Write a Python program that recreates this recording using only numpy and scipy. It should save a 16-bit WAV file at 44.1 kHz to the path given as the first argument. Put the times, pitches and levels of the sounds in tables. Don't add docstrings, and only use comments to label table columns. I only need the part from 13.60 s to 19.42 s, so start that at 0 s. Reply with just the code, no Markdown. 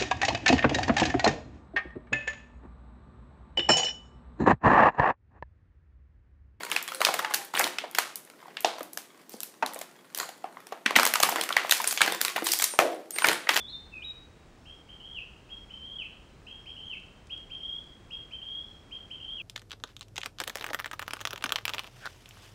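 import sys
import numpy as np
from scipy import signal
from scipy.fft import irfft
from scipy.io import wavfile
from scipy.ndimage import uniform_filter1d

SR = 44100
rng = np.random.default_rng(int(sys.argv[2]) if len(sys.argv) > 2 else 0)


def output_pcm(signal):
    pcm = np.clip(np.atleast_2d(signal).T, -1, 1) * 32767
    wavfile.write(sys.argv[1], SR, np.round(pcm).astype(np.int16))


def boost(x):
    u = np.asarray(x, float) / 20
    return 10 ** u


N = 256662


def singer():
    out = np.zeros((2, N))
    sing_opening(out)
    sing_whistles(out)
    sing_trills(out)
    sing_slurs(out)
    sing_far_birds(out)
    return out


def sing_opening(out):
    # time in seconds, pitch in Hz, level in dB.
    opening = [
        [(0, 3540, -39), (.03, 3345, -54), (.07, 3600, -53), (.085, 3780, -44.5), (.1, 4190, -44),
         (.122, 4210, -48.5)],
        [(.122, 3626, -50), (.155, 3600, -37), (.185, 3607, -54.5), (.29, 3600, -64)],
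        [(.314, 2730, -63), (.34, 2597, -46), (.38, 2498, -49), (.415, 2434, -50.5), (.44, 2407, -44)],
        [(.42, 2730, -35.5), (.435, 3370, -55.5), (.447, 3838, -46), (.503, 3800, -40.5), (.53, 3807, -57.5),
         (.62, 3840, -64), (.72, 3780, -76)],
    ]
    opening_echo_db = [-2, -11, -0.5, -7]
    for note, echo_db in zip(opening, opening_echo_db):
        s, hz, db = np.transpose(note)
        t = np.arange(s[0], s[-1], 1 / SR)
        voice = syrinx(np.interp(t, s, hz), boost(np.interp(t, s, db)), edge_s=0.0048, warble=0.00057)
        add(out, s[0], voice, echo_db)


def sing_whistles(out):
    # start in seconds, length in seconds, held pitch in Hz, level in dB.
    whistles = [
        [(1.05, 0.067, 3257, -50), (1.278, 0.068, 3215, -48), (1.399, 0.022, 3147, -47.5)],
        [(1.887, 0.078, 3256, -44), (2.092, 0.081, 3150, -44.5), (2.2, 0.034, 3220, -48.5)],
        [(2.863, 0.084, 3222, -44.5), (3.055, 0.05, 3240, -41.5), (3.163, .04, 3180, -42)],
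        [(3.694, 0.0477, 3299, -36), (3.897, 0.062, 3230, -38.5), (3.997, 0.053, 3252, -40.5)],
        [(4.502, 0.055, 3280, -37.5), (4.708, 0.055, 3194, -38.5), (4.813, 0.029, 3273, -34.5)],
        [(5.308, 0.053, 3252, -38), (5.499, 0.041, 3237, -40), (5.6, 0.043, 3235, -40)],
    ]
    # start pitch in Hz, rise in Hz per second,
    # Hz left to creep up after the knee.
    shapes = [(2280, 54000, 197), (2123, 60000, 150), (2697, 51200, 148.6)]
    for phrase in whistles:
        for (s, length, held_hz, db), (low_hz, scoop_hz_per_s, knee_hz) in zip(phrase, shapes):
            t = np.arange(0, length, 1 / SR)
            creep = held_hz - knee_hz * np.exp(-t / 0.0262)
            hz = np.minimum(low_hz + scoop_hz_per_s * t, creep)
            hz = uniform_filter1d(hz, size=200, mode="nearest")
            gain = boost(db - 0.014 * (creep - hz) - 2.6 * (2.5 - t / length))
            voice = syrinx(hz, gain, edge_s=0.0036, warble=0.0076, low_octave_db=-14)
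            echo_db = 3 - 0.33 * (db + 43.5)
            add(out, s, voice, echo_db)


def sing_trills(out):
    # start in seconds, length in seconds, pitch in Hz, level in dB.
    trills = [
        (1.435, .105, 3178, -43),
        (2.236, .14, 3173, -41.5),
        (3.194, .105, 3140, -41.5),
        (4.033, .21, 3173, -38),
        (4.858, .21, 3197, -37),
        (5.641, .14, 3153, -38),
    ]
    flick_s, climb_hz, span_hz = 0.0348, 24.2, 165
    u = np.arange(0, flick_s, 1 / SR) / flick_s
    for s, length, hz, db in trills:
        for k in range(round(length / flick_s)):
            flick_hz = hz + k * climb_hz + span_hz * (u - 0.5)
            effort_db = db - 0.2 * k - 6 * max(k - 3.12, 0)
            gain = boost(effort_db - 9.4 * (1 - u) ** 0.64)
            add(out, s + k * flick_s, syrinx(flick_hz, gain))


def sing_slurs(out):
    # start in seconds, end pitch in Hz, level in dB.
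    slurs = [
        (1.545, 2210, -41.5),
        (2.383, 2052, -41.5),
        (3.295, 2140, -41),
        (5.768, 2017, -40.5),
    ]
    for s, to_hz, db in slurs:
        add(out, s, slur(0.065, 3203, to_hz, db))


def sing_far_birds(out):
    # start in seconds, length in seconds, first pitch in Hz, last pitch in Hz, level in dB.
    far = [
        (2.7, .11, 4050, 4040, -82),
        (2.85, .1, 4040, 4010, -79),
        (4.25, .1, 4700, 4700, -81),
        (5.08, .12, 4150, 4050, -79),
        (4.53, .022, 5150, 4850, -70),
        (5.345, .022, 5000, 4900, -72),
        (3.24, .07, 6450, 6350, -77),
    ]
    for s, length, from_hz, to_hz, db in far:
        add(out, s, slur(length, from_hz, to_hz, db), echo_db=-13)


def slur(length, from_hz, to_hz, db):
    u = np.arange(0, length, 1 / SR) / length
    fade_db = -18 * np.clip((u - 0.7) / 0.32, 0, 1) ** 0.5
    hz = from_hz + (to_hz - from_hz) * (0.79 * u + 0.28 * u ** 4)
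    return syrinx(hz, boost(db + fade_db))


def syrinx(hz, gain, edge_s=0.0038, warble=0.0042, low_octave_db=-42):
    t = np.arange(len(hz)) / SR
    unsteady_hz = hz * (1 + warble * wander(len(hz), span_s=0.019))
    phase = 2 * np.pi * np.cumsum(unsteady_hz) / SR
    flutter_db = 2.75 * wander(len(hz), span_s=0.01)
    throat_hz = 2640
    octave = boost(-42) + boost(low_octave_db) / (1 + (hz / throat_hz) ** 32)
    tone = np.sin(phase) + octave * np.sin(2 * phase) + boost(-52) * np.sin(3 * phase)
    to_nearest_end = np.minimum(t, t[-1] - t)
    fade = np.sin(np.pi / 2 * np.clip(to_nearest_end / edge_s, 0, 1)) ** 2
    return np.sqrt(2) * gain * boost(flutter_db) * fade * tone


def wander(count, span_s):
    window = np.hanning(int(span_s * SR))
    window /= np.linalg.norm(window)
    return signal.fftconvolve(rng.standard_normal(2 ** 14), window, "same")[:count]


def add(out, s, x, echo_db=0.0):
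    i = max(int(s * SR), 0)
    x = x[:N - i]
    out[0, i:i + len(x)] += x
    out[1, i:i + len(x)] += x * boost(echo_db)


def wood(x):
    # time to fall by 60 dB in seconds, level in dB.
    trunks = [(0.299, 1.5), (.85, -6.5)]
    t = np.arange(int(1.5 * SR)) / SR
    scatter = rng.standard_normal(len(t)) * (1 - np.exp(-t / 0.0089))
    energy = np.zeros(len(t))
    for t60, db in trunks:
        tail = np.exp(-np.log(1000) * t / t60)
        energy += boost(2 * db) * tail ** 2 / np.sum(tail ** 2)
    echo = boost(3) * signal.fftconvolve(x, scatter * np.sqrt(energy))[:N]
    echo = signal.sosfilt(signal.butter(2, 2874, "high", fs=SR, output="sos"), echo)
    return signal.sosfilt(signal.butter(6, 4700, fs=SR, output="sos"), echo)


def camera():
    return whines() + card_writing() + handling_ticks()


def whines():
    # pitch in Hz, level in dB.
    whine_tones = [(13167, -92), (15704, -96), (15734, -96)]
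    t = np.arange(N) / SR
    return sum(np.sqrt(2) * boost(db) * np.sin(2 * np.pi * hz * t) for hz, db in whine_tones)


def card_writing():
    # centre in Hz, width in Hz, level in dB.
    hisses = [(5400, 400, -78.5), (7000, 3000, -87), (10700, 100, -98), (10950, 200, -94)]
    first_s, every_s, length_s = -0.03, 1.002, 0.25
    t = np.arange(N) / SR
    writing = uniform_filter1d(1.0 * ((t - first_s) % every_s < length_s), size=256)
    noise = rng.standard_normal(N)
    return writing * sum(boost(db) * unit(band(band(noise, hz, w), hz, w)) for hz, w, db in hisses)


def handling_ticks():
    # start in seconds, peak level in dB, centre in Hz.
    ticks = [
        (3.3977, -52, 3600),
        (3.463, -57, 3800),
        (3.6701, -48.5, 4000),
        (3.7768, -49.5, 4600),
        (3.7954, -58, 4880),
        (4.239, -55, 3000),
        (4.2646, -58, 4500),
    ]
    out = np.zeros((2, N))
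    dull = signal.butter(8, 9800, fs=SR, output="sos")
    for s, db, hz in ticks:
        crack = rng.standard_normal(512) * np.exp(-np.arange(512) / SR / 0.003)
        crack = signal.sosfilt(dull, band(crack, hz, 1.2 * hz))
        add(out, s, boost(db) * crack / np.abs(crack).max())
    return out[0]


def band(x, hz, width_hz):
    return signal.lfilter(*signal.iirpeak(min(hz, 0.45 * SR), hz / width_hz, fs=SR), x)


def unit(x):
    return x / np.sqrt(np.mean(x ** 2))


def air():
    # frequency in Hz, strength in dB per Hz.
    hiss_colour = [(12, -18.5), (25, -3), (58, 0.5), (120, -6.5), (310, -11), (630, -17), (1300, -21),
                   (2500, -26), (4200, -31.5), (8000, -36.5), (10000, -43), (11800, -60), (13000, -51),
                   (15200, -52)]
    hz, db = np.transpose(hiss_colour)
    f = np.maximum(np.arange(N // 2 + 1) * SR / N, 1)
    chance = rng.standard_normal(len(f)) + 1j * rng.standard_normal(len(f))
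    colour = boost(np.interp(np.log(f), np.log(hz), db))
    return boost(-54) * unit(irfft(chance * colour, N))


def scene():
    direct, sent = singer()
    song = direct + wood(sent)
    song = song - band(song, 11500, 1200)
    return (song + air() + camera())[None]


def low_pass(x):
    return signal.sosfilt(signal.butter(12, 15750, fs=SR, output="sos"), x)


def record(dry):
    return low_pass(dry)


dry = scene()
out = record(dry)
output_pcm(out)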